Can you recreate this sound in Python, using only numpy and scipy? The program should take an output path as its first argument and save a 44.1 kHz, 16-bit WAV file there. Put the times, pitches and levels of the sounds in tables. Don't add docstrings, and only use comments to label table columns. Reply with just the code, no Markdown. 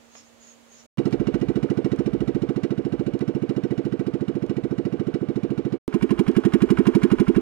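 import sys
import numpy as np
from scipy import signal
from scipy.fft import rfft, irfft
from scipy.io import wavfile

SR = 44100
rng = np.random.default_rng(int(sys.argv[2]) if len(sys.argv) > 2 else 0)


def int16_out(signal):
    q = np.round(np.clip(np.atleast_2d(signal).T, -1, 1) * 32767)
    wavfile.write(sys.argv[1], SR, q.astype(np.int16))


N = 326781
TIME, HZ = np.arange(N) / SR, np.fft.rfftfreq(N, 1 / SR)
# (start [s], end [s], fade-out [s])
NIGHT_SPAN, CRUISE_SPAN, LOUD_SPAN = (0, .865, .004), (.974, 5.785, .025), (5.879, 7.42, .001)


def gain_of(db):
    return 10 ** (np.asarray(db) / 20)


def read(points, hz):
    f, value = np.transpose(points)
    return np.interp(np.log(hz + 1), np.log(f + 1), value)


def add(mix, s, sound):
    part = mix[max(round(s * SR), 0):][:len(sound)]
    part += sound[:len(part)]


def noise(spectrum, coherence=0):
    left, right = rfft(rng.standard_normal((2, N)))
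    left = coherence * right + np.sqrt(1 - coherence ** 2) * left
    x = irfft(np.array([left, right]) * gain_of(read(spectrum, HZ)), N)
    return x / x.std()


def bursts(times, levels_db, rise, hold, t60):
    t, envelope = np.arange(SR // 8) / SR, np.zeros(N)
    shape = np.minimum(t / rise, 1) * gain_of(-60 * np.maximum(t - rise - hold, 0) / t60)
    for s, db in zip(times, levels_db):
        add(envelope, s, gain_of(db) * shape)
    return envelope


def during(span):
    start, end, fade = span
    return (TIME >= start) * np.clip((end - TIME) / fade, 0, 1)


# (frequency [Hz], phase lead [rad])
LEFT_LEAD = [(60, 2.15), (200, 1.6), (400, 0.9), (1000, 1.36), (3000, 1.37), (10000, 1.83)]
def microphones(x, left_db):
    response = gain_of(read(left_db, HZ)) * np.exp(1j * read(LEFT_LEAD, HZ))
    return np.array([irfft(rfft(x[0]) * response, N), x[1]])


# (frequency [Hz], rms level [dB])
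HUM_PARTIALS = [(232.5, -56.5), (465, -68.5), (549, -68.5), (624, -69.5)]
def hum():
    return sum(gain_of(db) * np.sqrt(2) * np.sin(2 * np.pi * (hz * TIME + rng.random()))
               for hz, db in HUM_PARTIALS)


# (centre time [s], Gaussian width [s], frequency [Hz], bandwidth [Hz], relative level [dB])
INSECT_CHIRPS = [(0.127, 0.017, 6560, 330, -56), (0.176, 0.023, 6600, 400, -47.5),
                 (0.193, 0.031, 5400, 400, -54), (0.268, 0.019, 6530, 400, -59),
                 (0.433, 0.019, 6700, 260, -52), (0.489, 0.033, 6630, 520, -48.5),
                 (0.737, 0.025, 6520, 280, -50.5), (0.794, 0.039, 6750, 520, -55.5),
                 (0.8, 0.02, 5740, 600, -54.5)]
# (frequency [Hz], relative level [dB])
RASP_SPECTRUM = [(200, -7), (900, -1), (3000, 0.5), (5000, 1), (8000, -6), (11000, -25), (15000, -30)]
def chirps():
    whistles, rasp_level = np.zeros((2, N)), np.zeros(N)
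    for s, length, hz, width, db in INSECT_CHIRPS:
        t = np.arange(-3 * length, 3 * length, 1 / SR)
        swell = gain_of(db) * np.exp(-(t / length) ** 2 / 2)
        pole = np.exp(-np.pi * width / SR)
        add(rasp_level, s + t[0], swell)
        for channel in whistles:
            white = [1, 1j] @ rng.standard_normal((2, len(t)))
            fuzz = signal.lfilter([1], [1, -2 * pole, pole * pole], white)
            wing = (fuzz * np.exp(2j * np.pi * hz * t)).real
            add(channel, s + t[0], swell * wing / wing.std())
    return whistles + gain_of(-8.5) * rasp_level * noise(RASP_SPECTRUM)


def tick():
    spectrum = [(200, -28), (700, 12), (1300, 7), (3200, -2), (5000, -16), (9000, -22), (15000, -36)]
    return noise(spectrum) * bursts([.152], [-41], rise=.00043, hold=.001, t60=.042)


# (frequency [Hz], relative level [dB])
AIR_SPECTRUM = [(18, -52), (30, -14), (177, -15.5), (230, -12), (284, -9.5), (369, -13), (546, -10.5),
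                (1640, -18.5), (2760, -20.5), (5740, -26), (6720, -19), (8280, -30.5), (15500, -41)]
# (frequency [Hz], gain [dB])
NIGHT_LEFT = [(60, -10), (110, 1), (200, -15), (380, -7), (700, -8.5), (1290, -6), (2380, -3.5), (4400, -4),
              (8120, -5), (15000, 2)]
def night():
    air = gain_of(-54.5) * noise(AIR_SPECTRUM)
    return during(NIGHT_SPAN) * microphones(air + hum() + tick() + gain_of(-1) * chirps(), NIGHT_LEFT)


# (time [s], level [dB])
CUT_CLICKS = [(0.974, -33.5), (5.88, -22)]
def clicks():
    t, spikes = np.arange(SR // 100) / SR, np.zeros(N)
    for s, db in CUT_CLICKS:
        add(spikes, s, gain_of(db) * np.exp(-t / .0005))
    return gain_of([[-4], [0]]) * spikes


# (time [s], change of gas hiss [dB])
ODD_FIRINGS = [(1.13, 4), (1.34, 2.5), (1.63, 2), (2.63, 6.5), (3.28, 2), (3.49, 3), (5.14, 3.5),
               (5.21, -7.5), (6.19, 2), (6.28, -2.5), (6.54, 2), (6.79, -4.5), (6.87, 1.5), (7.03, 2),
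               (7.28, -4), (7.36, -5.5)]
def firings(first_s, speed, effort, span, gas_db, gas_per_effort, jitter_s, thump_spread_db,
            gas_spread_db):
    t = np.arange(first_s, span[1] - span[2], 1 / SR)
    cycles = np.cumsum(np.interp(t, *np.transpose(speed))) / SR
    s = np.interp(np.arange(np.ceil(cycles[-1])), cycles, t)
    effort_db = np.interp(s, *np.transpose(effort))
    late, push, burn = np.sqrt(3) * rng.uniform(-1, 1, (len(s), 3)).T
    change_db = gas_spread_db * burn
    for at, db in ODD_FIRINGS:
        if span[0] < at < span[1]:
            change_db[np.argmin(abs(s - at))] = db
    thump_db = effort_db + thump_spread_db * push + .11 * change_db
    hiss_db = gas_db + gas_per_effort * (effort_db - effort_db.mean()) + change_db
    return s + jitter_s * late, thump_db, hiss_db


# (frequency [Hz], coherence [0-1])
COHERENCE = [(100, 0.94), (400, .9), (700, 0.77), (2500, 0.83), (5000, 0.67), (14000, 0.44)]
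def boat_noise(spectrum):
    return noise(spectrum, read(COHERENCE, HZ))


# (frequency [Hz], relative level [dB])
KNOCK_SPECTRUM = [(300, 7.5), (700, -9), (1300, 3.5), (2300, -11.5), (3500, -19.5), (6000, -34.5),
                  (10000, -33), (15000, -54)]
def knocks(times, levels_db, spread_db, **envelope):
    carrier = boat_noise(KNOCK_SPECTRUM)
    return carrier * bursts(times, levels_db + spread_db * rng.standard_normal(len(times)), **envelope)


def churn(times, levels_db, spectrum):
    return gain_of(np.interp(TIME, times, levels_db)) * boat_noise(spectrum)


def ringing(x, modes):
    ring = sum(gain_of(db) * 1j * HZ * width / (hz ** 2 - HZ ** 2 + 1j * HZ * width)
               for hz, width, db in modes)
    return irfft(rfft(x) * (1 + ring), N)


# (frequency [Hz], bandwidth [Hz], gain [dB])
BLOCK_MODES = [(1070, 41, -10.5), (1192, 47, -3), (1507, 190, -3), (1910, 68, -16), (2267, 99, -1),
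               (2906, 77, -3.5)]
def engine_block(x):
    return ringing(x, BLOCK_MODES)


# (crest time [s], Gaussian width [s], relative level [dB])
WATER_SURGES = [(1.35, 0.19, -45), (2.2, 0.13, -45), (2.98, .11, -49), (3.9, 0.11, -63), (4.62, 0.086, -55),
                (5.35, .2, -63.5), (6.07, 0.11, -51), (6.75, .15, -49), (7.4, .16, -46.5)]
# (frequency [Hz], relative level [dB])
WATER_SPECTRUM = [(20, -33), (38, -26.5), (50, 2), (59, 5), (78, -15.5), (200, -67)]
def water():
    calm = gain_of(-65.5)
    surges = sum(gain_of(db) * np.exp(-((TIME - s) / width) ** 2 / 2) for s, width, db in WATER_SURGES)
    return (calm + surges) * boat_noise(WATER_SPECTRUM)


def scattered(x, wet_db, t60, count=40):
    delays = rng.uniform(.0005, .025, (2, count))
    taps = np.zeros((2, SR // 16))
    heights = rng.choice([-1, 1], delays.shape) * gain_of(-60 * delays / t60)
    np.put_along_axis(taps, (delays * SR).astype(int), heights, 1)
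    taps /= np.linalg.norm(taps, axis=1, keepdims=True)
    return x + gain_of(wet_db) * signal.oaconvolve(x, taps, axes=1)[:, :N]


# (delay [s], signed gain [ratio])
HULL_ECHOES = [(.00383, -0.55), (0.0143, 0.32)]
def thumps(times, levels_db, glide, pitch_spread, uneven_db, overtone_db, shut_t60):
    at, hz, db = np.transpose(glide)
    t, pipe = np.arange(SR // 20) / SR, np.zeros(N)
    chances = rng.standard_normal((len(times), 2, len(at)))
    for s, level_db, (shift, luck) in zip(times, levels_db, chances):
        angle = 2 * np.pi * np.cumsum(np.interp(t, at, hz * (1 + pitch_spread * shift))) / SR
        shape_db = np.interp(t, at, db + uneven_db * luck)
        shape_db -= 60 * np.maximum(t - at[-1], 0) / shut_t60
        overtones = np.sin(2 * angle) + np.sin(3 * angle) / 2
        add(pipe, s, gain_of(level_db + shape_db) * (np.sin(angle) + gain_of(overtone_db) * overtones))
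    paths = 1 + sum(gain * np.exp(-2j * np.pi * HZ * delay) for delay, gain in HULL_ECHOES)
    return irfft(rfft(pipe) * paths, N)


# (frequency [Hz], relative level [dB], t60 [s])
CLACK_MODES = [(1954.4, -7.5, 0.066), (2260, -11, 0.035), (2850, -3, 0.05), (3770, -12, .05),
               (5400, -15.5, 0.03)]
def clacks(times, levels_db, uneven_db, detune):
    t, metal = np.arange(SR // 16) / SR, np.zeros(N)
    chances = np.clip(rng.standard_normal((len(times), len(CLACK_MODES), 2)), -2, 2)
    for s, level_db, chance in zip(times, levels_db, chances):
        for (hz, db, t60), (luck, shift) in zip(CLACK_MODES, chance):
            envelope = gain_of(level_db + db + uneven_db * luck - 60 * t / t60) * np.minimum(t / .002, 1)
            add(metal, s, envelope * np.sin(2 * np.pi * hz * (1 + detune * shift) * t))
    return metal


# (time [s], firing rate [Hz])
CRUISE_SPEED = [(1.01, 13.962), (2.12, 13.867), (2.46, 14.106), (2.71, 13.752), (3.08, 14.086),
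                (4.0, 13.896), (4.41, 14.053), (5.75, 13.631)]
# (time [s], relative thump level [dB])
CRUISE_EFFORT = [(1.0, -18), (1.95, -18.5), (2.7, -20.5), (3.5, -20), (4.15, -21), (5.7, -20.5)]
# (time after opening [s], frequency [Hz], relative level [dB])
CRUISE_GLIDE = [(0.0, 202.5, -11.5), (0.0053, 165.2, -0.5), (0.0108, 262.2, -4.5), (0.014, 253.3, 0.5),
                (0.0192, 380, -4), (0.0213, 496, -20)]
# (frequency [Hz], relative level [dB])
CRUISE_GAS = [(60, -27.5), (130, 14.5), (400, 13.5), (560, 7), (900, 4), (1500, 0), (2800, 0), (3400, -2.5),
              (4500, -9), (7500, -14), (11000, -22.5), (15000, -34.5)]
CRUISE_CHURN = [(25, -39), (45, -20.5), (120, 2), (330, -3), (480, -7), (560, -7), (1000, -19), (1700, -25),
                (2900, -28), (4000, -35), (7000, -46), (10500, -52), (15000, -69.5)]
# (frequency [Hz], bandwidth [Hz], gain [dB])
CRUISE_HULL = [(279.2, 12, -2), (345.6, 38, -4), (416.3, 7.9, -2), (477, 14, 7.5), (576, 8.8, 10),
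               (683, 11, 8.5), (740.5, 6.8, 19.5), (806, 15, 9)]
CRUISE_METAL = [(660, 43, -1.5), (1144, 42, 8.5), (1303, 70, 7), (1523, 77, 6.5), (1738, 30, 0),
                (1957, 60, 7.5), (2220, 85, 4), (2795, 89, 1), (3836, 48, 7), (4140, 55, 3.5),
                (4180, 32, 5.5), (4780, 91, 6), (5290, 70, 2), (5660, 66, 4.5), (6460, 34, 4),
                (6980, 49, -1.5)]
# (frequency [Hz], gain [dB])
CRUISE_LEFT = [(60, -15), (110, -19), (200, -22), (380, -16.5), (700, -16), (1290, -12), (2380, -13),
               (4400, -10), (8120, -5.5), (15000, -8)]
def cruising():
    s, thump_db, gas_db = firings(
        first_s=.9827, speed=CRUISE_SPEED, effort=CRUISE_EFFORT, span=CRUISE_SPAN, gas_db=-44,
        gas_per_effort=1.47, jitter_s=.0004, thump_spread_db=.02, gas_spread_db=1.5)
    thump = thumps(s, thump_db + 7.5, CRUISE_GLIDE,
                   pitch_spread=.012, uneven_db=.16, overtone_db=-29, shut_t60=.045)
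    gas = boat_noise(CRUISE_GAS) * bursts(s - .0016, gas_db + 3.3, rise=.0021, hold=.004, t60=.071)
    knock = knocks(s - .015, thump_db - 27, spread_db=2, rise=.0057, hold=.0073, t60=.11)
    block = engine_block(knock + churn(s, thump_db - 17.5, CRUISE_CHURN))
    pipe = ringing(scattered(gas, wet_db=-8, t60=.04), CRUISE_METAL)
    clack = clacks(s, gas_db + 1.5, uneven_db=5.5, detune=.015)
    boat = ringing(thump, CRUISE_HULL) + pipe + block + clack + gain_of(5.5) * water()
    return during(CRUISE_SPAN) * microphones(boat, CRUISE_LEFT)


# (time [s], level [dB])
GEAR_TICKS = [(1.078, -50), (1.109, -48), (1.118, -49), (1.401, -50), (1.961, -48.5), (3.191, -43.5),
              (4.463, -51.5), (6.314, -46.5), (6.402, -52), (6.658, -55), (6.984, -54)]
# (frequency [Hz], relative level [dB])
GEAR_SPECTRUM = [(500, -18), (2000, 2), (4000, 4), (6500, -2), (10000, -10.5), (15000, -21)]
def rattles():
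    s, db = np.transpose(GEAR_TICKS)
    ticks = boat_noise(GEAR_SPECTRUM) * bursts(s, db, rise=.0005, hold=.00082, t60=.018)
    return microphones(ticks, CRUISE_LEFT)


# (time [s], firing rate [Hz])
LOUD_SPEED = [(5.86, 11.635), (6.08, 12.288), (6.18, 11.35), (6.4, 11.703), (6.87, 12.226), (7.1, 11.995),
              (7.33, 12.315)]
# (time [s], relative thump level [dB])
LOUD_EFFORT = [(5.95, -13), (6.4, -10), (6.95, -9.3), (7.4, -10)]
# (time after opening [s], frequency [Hz], relative level [dB])
LOUD_GLIDE = [(0.0, 250, -4.5), (0.0025, 117, -19), (0.0052, 180, -5), (0.0155, 249.7, 0.0),
              (0.0208, 382, -4), (0.0249, 382, -17.5)]
# (frequency [Hz], relative level [dB])
LOUD_GAS = [(60, -16), (150, 8.5), (400, 13.5), (560, 2.5), (1000, 0), (2500, -6), (3400, -10), (5000, -16),
            (8000, -17.5), (11000, -20.5), (15000, -32)]
LOUD_CHURN = [(25, -30), (45, -11), (120, -11), (370, 6.5), (470, -5.5), (560, -10), (1000, -14),
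              (1700, -22.5), (3100, -27.5), (4200, -36.5), (7000, -43.5), (10500, -49), (15000, -60)]
# (frequency [Hz], bandwidth [Hz], gain [dB])
LOUD_HULL = [(261, 13, -1.5), (335.4, 26, -14), (430, 10.3, -1.5)]
LOUD_METAL = [(1036, 110, 3.5), (1498, 97, 2.4), (1685, 42, 2.7), (1855, 25, 5.3), (2325, 143, 9),
              (2800, 130, 7.6), (3210, 97, 2.3), (3960, 70, 2.6), (4480, 44, 2.6), (4920, 96, 4.6),
              (5130, 88, 2.5), (6540, 29, 1.6), (6900, 53, 2.1)]
# (frequency [Hz], gain [dB])
LOUD_LEFT = [(60, -11), (110, -19), (200, -18), (380, -18.5), (700, -15), (1290, -11), (2380, -8.5),
             (4400, -4), (8120, -1), (15000, -7)]
def labouring():
    s, thump_db, gas_db = firings(
        first_s=5.855, speed=LOUD_SPEED, effort=LOUD_EFFORT, span=LOUD_SPAN, gas_db=-35,
        gas_per_effort=.56, jitter_s=.00027, thump_spread_db=.03, gas_spread_db=.7)
    thump = thumps(s, thump_db + 6, LOUD_GLIDE,
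                   pitch_spread=.0021, uneven_db=.1, overtone_db=-34, shut_t60=.044)
    blast = bursts(s - .0014, gas_db, rise=.0019, hold=.0058, t60=.032)
    boat_echo = bursts(s + .0058, gas_db - 18, rise=.0054, hold=.0021, t60=.097)
    gas = gain_of(5.5) * boat_noise(LOUD_GAS) * (blast + boat_echo)
    knock = knocks(s - .0152, thump_db - 22.5, spread_db=1.6, rise=.0018, hold=.0036, t60=.13)
    block = engine_block(churn(s, thump_db - 22.5, LOUD_CHURN))
    pipe = ringing(scattered(gas + knock, wet_db=-9.5, t60=.035), LOUD_METAL)
    clack = clacks(s, gas_db - 1.5, uneven_db=4.5, detune=.022)
    boat = ringing(thump, LOUD_HULL) + pipe + block + clack + gain_of(7) * water()
    return during(LOUD_SPAN) * microphones(boat, LOUD_LEFT)


def scene():
    return night() + clicks() + cruising() + labouring() + rattles()


def record(dry):
    lowpass = signal.firwin(511, 15800, window=("kaiser", 9), fs=SR)
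    return signal.oaconvolve(dry, lowpass[None], "same")


dry = scene()
out = record(dry)
int16_out(out)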